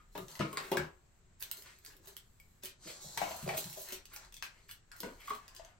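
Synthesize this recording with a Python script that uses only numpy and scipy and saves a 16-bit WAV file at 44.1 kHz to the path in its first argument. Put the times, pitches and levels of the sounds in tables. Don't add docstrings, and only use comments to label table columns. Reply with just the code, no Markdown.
import sys
import numpy as np
from scipy import signal
from scipy.io import wavfile
from scipy.ndimage import uniform_filter1d

SR = 44100
rng = np.random.default_rng(int(sys.argv[2]) if len(sys.argv) > 2 else 0)


def dump_mix(stems):
    frames = np.atleast_2d(stems).T
    limited = np.clip(frames, -1, 1)
    pcm = np.round(limited * 32767).astype(np.int16)
    wavfile.write(sys.argv[1], SR, pcm)


def magnitude_from_level(level_db):
    exponent = np.asarray(level_db, float) / 20
    return 10 ** exponent


N = 255331

# [share of its pitch, level/dB, t60/s]
BUCKET_AIR = [(0.998, -6, 0.092), (0.797, -8.5, 0.038), (1.5, -9.5, 0.048)]


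def evened(x):
    return x / np.sqrt(np.mean(x ** 2) + 1e-20)


def peaked(x):
    return x / abs(x).max()


def read(points, hz):
    f, value = np.transpose(points)
    return np.interp(np.log(hz + 1), np.log(f + 1), value)


def add(mix, s, sound):
    part = mix[..., round(s * SR):][..., :sound.shape[-1]]
    part += sound[..., :part.shape[-1]]


def coloured(x, points):
    hz = abs(np.fft.fftfreq(4096, 1 / SR))
    log_gain = np.log(magnitude_from_level(np.maximum(read(points, hz), -100)))
    taps = np.fft.ifft(np.exp(np.conj(signal.hilbert(log_gain)))).real[:2048]
    taps = taps.reshape((1,) * (x.ndim - 1) + (-1,))
    return signal.oaconvolve(x, taps, axes=-1)[..., :x.shape[-1]]


def band(x, lo_hz, hi_hz):
    return signal.sosfilt(signal.butter(2, [lo_hz, hi_hz], "bandpass", fs=SR, output="sos"), x)


def resonate(x, hz, width_hz):
    turn = np.exp(2j * np.pi * np.cumsum(hz) / SR)
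    pole = np.exp(-np.pi * width_hz / SR)
    return 2 * (turn * signal.lfilter([1 - pole], [1, -pole], x / turn)).real


def ring(modes, t, detune=1, rise_s=.002):
    x = 0
    for (hz, db, t60_s), d in zip(modes, detune * np.ones(len(modes))):
        x = x + magnitude_from_level(db - 60 * t / t60_s) * np.sin(2 * np.pi * hz * d * t)
    return peaked(x * (1 - np.exp(-t / rise_s)))


def pair(shape, same):
    a, b, c, d = rng.standard_normal(shape + (4,)).T
    same = np.clip(same, -1, 1)[:, None]
    left, other = a + 1j * b, c + 1j * d
    return np.array([left, same * left + np.sqrt(1 - same ** 2) * other])


def household():
    # [f/Hz, level/dB per Hz]
    hum_colour = [(12, -38), (20, 6.5), (117, 0.5), (297, -14.5), (913, -18), (1180, -17.5), (2010, -20.5),
                  (2730, -24), (5830, -28.5), (7730, -18), (8410, -33), (9670, -58), (12500, -104),
                  (15200, -77), (16500, -74)]
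    # [f/Hz, likeness]
    hum_same = [(30, 0.92), (200, 0.78), (600, 0.24), (3000, 0.067), (16000, 0.034)]
    # [t/s, level/dB]
    rumble_level = [(0.0, -54.5), (1.4, -83), (1.92, -59.5), (2.32, -82), (4.55, -58.5), (5.79, -60)]
    frames, hz = N // 512 + 5, np.fft.rfftfreq(2048, 1 / SR)
    patches = uniform_filter1d(rng.standard_normal((frames, 1025)), 5, 0)
    patches = evened(uniform_filter1d(patches, 20, 1)).T
    z = pair((frames, 1025), read(hum_same, hz)) * magnitude_from_level(read(hum_colour, hz)[:, None] + 0.89 * patches)
    hum = magnitude_from_level(-68) * evened(signal.istft(z, nperseg=2048, noverlap=1536)[1][:, :N])
    rumble = evened(band(band(rng.standard_normal(N), 23.2, 36.6), 23.2, 36.6))
    return hum + rumble * magnitude_from_level(np.interp(np.arange(N) / SR, *np.transpose(rumble_level)) - 9.5)


def room(x):
    # [f/Hz, t60/s]
    room_t60 = [(100, 0.21), (400, 0.3), (1000, 0.3), (2500, 0.23), (6000, 0.22), (12000, 0.11)]
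    # [f/Hz, likeness]
    room_same = [(200, 0.93), (400, 0.91), (1000, 0), (4000, 0.1)]
    # [f/Hz, level/dB]
    room_level = [(150, -4), (1000, -4.5), (5000, -5.5), (14000, -8.5)]
    hz, t = np.fft.rfftfreq(256, 1 / SR), np.arange(340) * 64 / SR
    decay = magnitude_from_level(-60 * t / read(room_t60, hz)[:, None])
    decay = decay / np.linalg.norm(decay, axis=1, keepdims=True) * magnitude_from_level(read(room_level, hz))[:, None]
    out, turn = np.zeros((2, N)), 2 * np.pi * 2.3 * np.arange(N) / SR
    for k in range(3):
        z = pair((len(t), len(hz)), read(room_same, hz)) * decay
        tail = signal.istft(z, nperseg=256, noverlap=192)[1]
        tail = np.pad(tail / np.linalg.norm(tail[0]), ((0, 0), (round(.005 * SR), 0)))
        share = np.sqrt(2 / 3) * np.cos(turn + 2 * np.pi * k / 3)
        out += signal.fftconvolve(x[None] * share, tail, axes=1)[:, :N]
    return out


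def early(x):
    level_db, t60_s = -3, 0.017
    t, turn, out = np.arange(900) / SR, 2 * np.pi * 1.7 * np.arange(N) / SR, 0
    for share in (np.cos(turn), np.sin(turn)):
        taps = rng.standard_normal((2, len(t))) * (rng.random((2, len(t))) < .1) * magnitude_from_level(-60 * t / t60_s)
        taps = band(taps, 500, .49 * SR)
        taps = taps / np.linalg.norm(taps, axis=1, keepdims=True)
        out = out + signal.oaconvolve(x[None] * share, taps, axes=1)[:, :N]
    return magnitude_from_level(level_db) * out


def floor_thumps():
    # [t/s, peak level/dB]
    shifts = [
        (.775, -57),
        (3.22, -60),
        (3.3, -64),
        (3.47, -58),
        (3.53, -63),
    ]
    out, t = np.zeros(N), np.arange(9000) / SR
    for s, db in shifts:
        add(out, s, magnitude_from_level(db) * ring([(80.5, 0, .25)], t, rise_s=0.03))
    return out


def table_thuds():
    # [t/s, peak level/dB]
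    blows = [(0.047, -68), (0.153, -48), (0.18, -44), (0.213, -42), (.398, -28.5), (.414, -54),
             (0.471, -42), (0.549, -53), (0.72, -41), (0.771, -32.5), (2.86, -51.5), (3.047, -47),
             (3.17, -46), (3.218, -47), (3.428, -34.5), (3.464, -33), (3.535, -44), (3.651, -39.5),
             (5.031, -71), (5.073, -67), (5.306, -60.5)]
    # [f/Hz, level/dB, t60/s]
    table_modes = [(152.3, -1.5, 0.17), (169.6, -6, 0.067), (134, -17, 0.24)]
    out, t = np.zeros(N), np.arange(9000) / SR
    for s, db in blows:
        add(out, s, magnitude_from_level(db - 8.0) * ring(table_modes, t, rise_s=0.0035))
    return out


def bucket_booms():
    # [t/s, peak level/dB, f/Hz]
    jolts = [(.152, -42.5, 382), (.179, -41.5, 377), (.399, -31.5, 343), (.414, -37.5, 312),
             (0.286, -57, 358), (.397, -38, 194), (5.3, -56, 231), (.47, -46.5, 312), (.605, -48, 380),
             (.645, -53, 387), (.685, -56, 385), (.53, -48, 403), (.571, -47, 389), (.717, -26.5, 366.6),
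             (0.745, -35, 391), (0.769, -36, 344), (.789, -36.5, 363.4), (1.418, -64, 386),
             (1.577, -59, 382), (1.88, -63, 383), (1.95, -63.5, 376), (2.0, -63.5, 332), (2.074, -58, 395),
             (4.43, -62.5, 366), (5.25, -62.5, 384), (2.635, -51, 377), (2.857, -52, 332),
             (3.429, -59, 226), (3.464, -42.5, 372), (3.489, -65, 395), (3.578, -45.5, 377),
             (3.772, -53.5, 388), (3.923, -48, 377), (5.005, -54, 348), (5.03, -45.5, 448),
             (5.034, -43, 254.5), (5.068, -48.5, 343), (5.306, -49, 417)]
    out, t = np.zeros(N), np.arange(9000) / SR
    for s, db, hz in jolts:
        add(out, s, magnitude_from_level(db - 0.5) * ring(BUCKET_AIR, t, hz, rise_s=0.0018))
    return out


def tink():
    # t/s, peak level/dB, f/Hz, t60/s
    touch = (2.401, -61, 2240, .05)
    s, db, hz, t60_s = touch
    out, t = np.zeros(N), np.arange(9000) / SR
    add(out, s, magnitude_from_level(db) * ring([(hz, 0, t60_s)], t, rise_s=0.00032))
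    return out


def knocks():
    # [t/s, peak level/dB, box tone f/Hz, wall against box level/dB]
    blows = [(.001, -59, 1270, -9), (.152, -41, 962, -1), (.154, -41.5, 615, -20), (.179, -42, 1183, -1.5),
             (.393, -40, 1713, -2), (.399, -32, 597, -1), (.408, -30, 1229, -5.5), (.42, -41, 2285, -13),
             (.453, -42, 1230, -3), (.53, -44, 1120, -1), (.571, -35, 1135, 3), (.718, -30.5, 899, -2),
             (.745, -36, 1090, -15), (.771, -27.5, 1580, -5), (1.418, -52, 1610, 5.5),
             (2.872, -48, 603, -1.5), (2.895, -47.5, 560, -3), (3.044, -50, 630, -18), (3.174, -36, 900, 2),
             (3.216, -26, 738, -4), (3.218, -38, 2250, -10), (3.492, -39, 2340, -5),
             (3.249, -41.5, 674, 1.5), (3.309, -37, 724, -2), (3.345, -49, 723, -14),
             (3.463, -42.5, 730, -8), (3.477, -29.5, 640, -18), (3.491, -30, 813, -6),
             (3.535, -37, 652, -2), (3.773, -44, 635, -4.5), (4.135, -52, 1500, 1), (4.16, -55, 800, 0),
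             (4.424, -44, 1580, -14), (4.691, -56, 1584, 5), (4.915, -48, 1446, -14),
             (5.031, -41, 1453, -0.5), (5.033, -46, 933, -8), (5.049, -40.5, 485, -6),
             (5.279, -39, 1203, -8), (5.305, -31, 1154, -7.5), (5.322, -49, 1215, 0), (5.345, -47, 1145, 0),
             (5.596, -46, 656, -4.5), (5.678, -61, 735, -4)]
    # [share of its tone, level/dB, t60/s]
    box_modes = [(0.998, 5.5, 0.028), (0.974, -3.5, 0.039), (1.073, -1, 0.029), (0.873, -10.5, 0.067),
                 (1.3, -12, 0.032)]
    wall_top_hz, wall_t60_s = 3500, .085
    out, t = np.zeros(N), np.arange(9000) / SR
    for s, db, hz, wall_db in blows:
        grit = rng.standard_normal(900)
        rattle = grit * (abs(grit) > 2.3) * np.exp(-t[:900] / 0.0088) * 0.13
        rattle[0] = 1
        detune = hz * (1 + 0.018 * rng.standard_normal(len(box_modes)))
        box = signal.fftconvolve(ring(box_modes, t, detune), rattle)[:len(t)]
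        wall = band(rng.standard_normal(len(t)), 0.53 * hz, wall_top_hz) * magnitude_from_level(-60 * t / wall_t60_s)
        add(out, s, magnitude_from_level(db - 2) * (peaked(box) + magnitude_from_level(wall_db) * peaked(wall)))
    return out


def strokes(rows):
    rise_db_per_s, fall_db_per_s = 402, 226
    rest_db = -91
    t = np.arange(0, N + 64, 64) / SR
    start, hold, db, colour = np.transpose(rows)[..., None]
    rise_db = rise_db_per_s * np.maximum(start - t, 0)
    fall_db = fall_db_per_s * np.maximum(t - start - hold, 0)
    power = magnitude_from_level(db - rise_db - fall_db) ** 2
    total = power.sum(0) + 1e-30
    level_db = 10 * np.log10(total + magnitude_from_level(rest_db) ** 2)
    colour = (power * colour).sum(0) / total
    return [np.interp(np.arange(N) / SR, t, curve) for curve in (level_db, colour)]


def grains(per_s, spread_db, clump_db):
    clumps = evened(uniform_filter1d(rng.standard_normal(N), 500))
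    size = magnitude_from_level(spread_db * np.minimum(rng.exponential(1, N), 5) + clump_db * clumps)
    return size * (rng.random(N) < per_s / SR) * rng.choice([-1., 1.], N)


def hands():
    # [start t/s, hold/s, rustle level/dB, crisp top against rustle level/dB]
    rustles = [(.16, 0.059, -67, 3), (.3, 0.064, -63, 1.5), (.42, 0.1, -68.5, -3), (.57, 0.15, -66.5, 4),
               (1.44, 0.07, -67, -2), (1.57, 0.027, -62.5, 6), (1.67, 0.085, -71.5, -7.5),
               (1.86, 0.028, -65.5, 2.5), (2.05, 0.077, -69.5, 0), (2.2, 0.37, -86, 5.5),
               (2.84, 0.13, -58.5, -13), (3.02, 0.13, -56.5, -5), (3.2, 0.13, -55, -1.5),
               (3.35, 0.49, -59.5, 2), (3.58, 0.0082, -50, 3), (3.68, 0.075, -80, -14),
               (3.82, 0.11, -60.5, 1), (4.11, 0.13, -68.5, -9), (4.44, 0.23, -79.5, -8),
               (4.98, 0.075, -66, 2), (5.1, .1, -74, -1), (5.26, 0.086, -65, -0.5), (5.42, 0.14, -78, -15),
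               (5.57, 0.0091, -64, -25)]
    # [start t/s, hold/s, scrape level/dB, tone f/Hz]
    drags = [(0., 0.013, -72.5, 1900), (.3, 0.23, -60.5, 1060), (.57, 0.088, -50.5, 1560),
             (.72, 0.1, -50.5, 680), (.79, 0.013, -49, 1190), (1.43, 0.16, -65, 1640),
             (1.66, 0.035, -56, 1910), (1.86, 0.067, -64.5, 1630), (2.05, 0.048, -66.5, 1160),
             (2.84, 0.4, -63.5, 720), (3.2, 0.086, -47, 735), (3.32, 0.26, -55.5, 730),
             (3.5, 0.19, -60.5, 686), (3.76, 0.02, -60, 626), (3.87, 0.058, -53, 1850),
             (4.12, 0.12, -61, 1320), (4.44, 0.15, -65.5, 1900), (4.93, 0.11, -65, 1600),
             (5.05, 0.053, -59.5, 703), (5.21, 0.034, -55.5, 2020), (5.27, 0.13, -63.5, 1240),
             (5.43, 0.27, -64.5, 1403), (5.58, 0.072, -77, 655)]
    # [f/Hz, level/dB per Hz]
    film_colour = [(1470, -26), (2500, -34), (2970, -14.5), (4200, 1.5), (4830, -3.5), (7540, 1.5),
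                   (8350, -11.5), (9000, -11.5), (11700, -17.5), (19800, -120)]
    rustle_db, crisp_db = strokes(rustles)
    scrape_db, scrape_hz = strokes(drags)
    creases = grains(per_s=4400, spread_db=2.5, clump_db=1.0)
    film = magnitude_from_level(rustle_db - 1.0) * evened(coloured(creases, film_colour))
    sharp = creases + grains(per_s=250, spread_db=4, clump_db=3) * 1.5
    crisp = magnitude_from_level(rustle_db + crisp_db - 4) * evened(band(sharp, 10000, 20000))
    drag = grains(per_s=4000, spread_db=2, clump_db=1.5)
    scrape = evened(resonate(drag, scrape_hz, width_hz=870)) + magnitude_from_level(-9.0) * evened(band(drag, 420, 2000))
    open_air = ring(BUCKET_AIR[:1], np.arange(9000) / SR, 377)
    air = evened(signal.oaconvolve(drag, open_air)[:N])
    return film + crisp + magnitude_from_level(scrape_db - 8.0) * scrape + magnitude_from_level(.5 * rustle_db - 47.0) * air


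def crease(ticks, db, crisp_db, hz):
    body = band(band(ticks, 0.38 * hz, 7700), 940, 9500)
    panel = band(ticks, hz * 0.92, hz * 1.04)
    top = band(ticks, 10000, 20000)
    return magnitude_from_level(db) * (peaked(body) + magnitude_from_level(-14) * peaked(panel) + magnitude_from_level(crisp_db + 8.0) * peaked(top))


def crumples():
    # [t/s, peak level/dB, crispness level/dB, panel tone f/Hz, swell/s]
    fists = [(1.4044, -41, 2.5, 4780, 0.017), (1.656, -39, -32, 1950, 0.028),
             (1.6902, -58, -28, 2220, 0.016), (2.0778, -37.5, -3.5, 4120, 0.0042),
             (2.634, -29.5, -16, 2570, 0.02), (2.67, -36.5, -24, 3950, 0.013),
             (2.843, -40, -27, 4130, 0.022), (2.875, -30.5, -19, 4200, 0.016),
             (2.8995, -33.5, -13, 4450, 0.01), (3.5714, -24, -4, 6160, 0.0083),
             (3.7755, -35.5, -2, 6000, 0.029), (3.927, -25.5, -9, 5600, 0.011),
             (4.136, -39.5, 4, 2180, 0.013), (4.4393, -33.5, -9, 3040, 0.01),
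             (4.693, -37.5, -5.5, 3500, 0.021), (5.2772, -58, -17, 2100, 0.012)]
    out, t = np.zeros(N), np.arange(4000) / SR
    for s, db, crisp_db, hz, swell_s in fists:
        grit, pick = rng.standard_normal((2, len(t)))
        u = t / np.clip(swell_s, .003, .03)
        ticks = grit * magnitude_from_level(6 * pick) * u * np.exp(-u)
        add(out, s - .6 * swell_s, crease(ticks, db - 12.0, crisp_db, hz))
    return out


def snaps():
    # [t/s, peak level/dB, panel tone f/Hz]
    film_snaps = [(0.178, -38.5, 3760), (0.5293, -40, 2190), (.717, -32, 2120), (1.4062, -44, 4360),
                  (1.425, -30, 5850), (1.5136, -28.5, 7600), (1.514, -42, 1490), (1.572, -45, 4460),
                  (1.586, -57, 4430), (1.6228, -45, 5200), (1.787, -53.5, 5000), (1.8494, -42, 4440),
                  (1.967, -51, 6940), (2.058, -49, 3900), (2.073, -43.5, 3920), (2.1671, -35.5, 3300),
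                  (2.636, -35.5, 3600), (2.657, -34.5, 3070), (2.664, -49, 4300), (2.695, -50, 3720),
                  (2.878, -48, 3960), (2.3999, -50.5, 2270), (2.6495, -36.5, 4600), (3.578, -30, 6700),
                  (3.699, -39.5, 4840), (3.729, -38, 5600), (3.8878, -37, 4250), (3.9231, -33, 3800),
                  (4.712, -39.5, 3000), (4.9644, -47, 2020), (5.004, -32.5, 4300), (5.204, -52, 3400),
                  (5.297, -41, 4000), (5.35, -45, 4400), (5.5493, -45.5, 3030)]
    # [t/s, peak level/dB, panel tone f/Hz]
    paper_snaps = [(0.283, -42.5, 5870), (0.315, -43.5, 4800), (0.354, -38, 2070), (0.7705, -25, 2340),
                   (1.435, -38.5, 6800), (1.6597, -47.5, 2070), (1.923, -52, 2870), (2.6354, -52, 1970),
                   (3.1752, -23.5, 2240), (3.2145, -41, 2130), (3.477, -37, 2570), (3.6425, -35, 4170),
                   (3.6763, -46, 3330), (3.9062, -37, 2640), (4.0547, -41.5, 6030), (4.136, -47, 3000),
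                   (4.1624, -34.5, 5900), (4.324, -44.5, 3500), (4.342, -38, 6060), (4.3672, -37, 3500),
                   (5.2749, -39.5, 2060), (5.302, -37, 2100), (5.4802, -40.5, 4900), (5.564, -39, 4960)]
    # [t/s, peak level/dB, panel tone f/Hz]
    card_snaps = [(0.153, -47, 2150), (0.393, -33, 2100), (.5721, -25.5, 2070), (1.8625, -37, 4750),
                  (3.427, -42, 2770), (3.49, -30.5, 2010), (4.249, -49, 2080), (4.425, -25.5, 2620),
                  (4.59, -60, 2040), (4.692, -44, 2970), (4.9167, -40, 4500), (5.033, -35.5, 2140),
                  (5.217, -46, 1960), (5.6486, -42.5, 6040)]
    # [crispness level/dB, run of after-ticks/s]
    materials = [
        (-4, 0.00087),
        (-13, 0.002),
        (-20, 0.00053),
    ]
    out, t = np.zeros(N), np.arange(1500) / SR
    for events, (crisp_db, run_s) in zip((film_snaps, paper_snaps, card_snaps), materials):
        for s, db, hz in events:
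            grit, pick = rng.standard_normal((2, len(t)))
            ticks = grit * (pick > 1.2) * np.exp(-t / np.clip(run_s, .001, .02)) * .5
            ticks[0] = 0.96
            add(out, s, crease(ticks, db + 0.5, crisp_db, hz))
    return out


def scene():
    bucket = floor_thumps() + table_thuds() + bucket_booms() + tink() + knocks()
    near = bucket + hands() + crumples() + snaps()
    direct = magnitude_from_level(-1.5) * np.array([np.roll(near, -2), near])
    return household() + magnitude_from_level(-1) * room(near) + early(near) + direct


def low_pass(x):
    return signal.sosfilt(signal.butter(12, 16990, fs=SR, output="sos"), x)


def record(dry):
    # [f/Hz, level/dB]
    port_colour = [(7500, 2), (8400, 8), (9200, -1.5), (10300, 0.5), (11500, 7), (15500, 4)]
    # [f/Hz, level/dB]
    lean = [(200, 0.5), (500, 3), (1500, 3), (5000, 2), (12000, -2.5)]
    heard = coloured(dry, port_colour)
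    left = coloured(heard[0], [(hz, .5 * db) for hz, db in lean])
    right = coloured(heard[1], [(hz, -.5 * db) for hz, db in lean])
    edge = signal.firwin(401, 15950, window=("kaiser", 5), fs=SR)
    mix = signal.oaconvolve(np.array([left, right]), edge[None], "same", axes=1)
    return low_pass(mix)


dry = scene()
out = record(dry)
dump_mix(out)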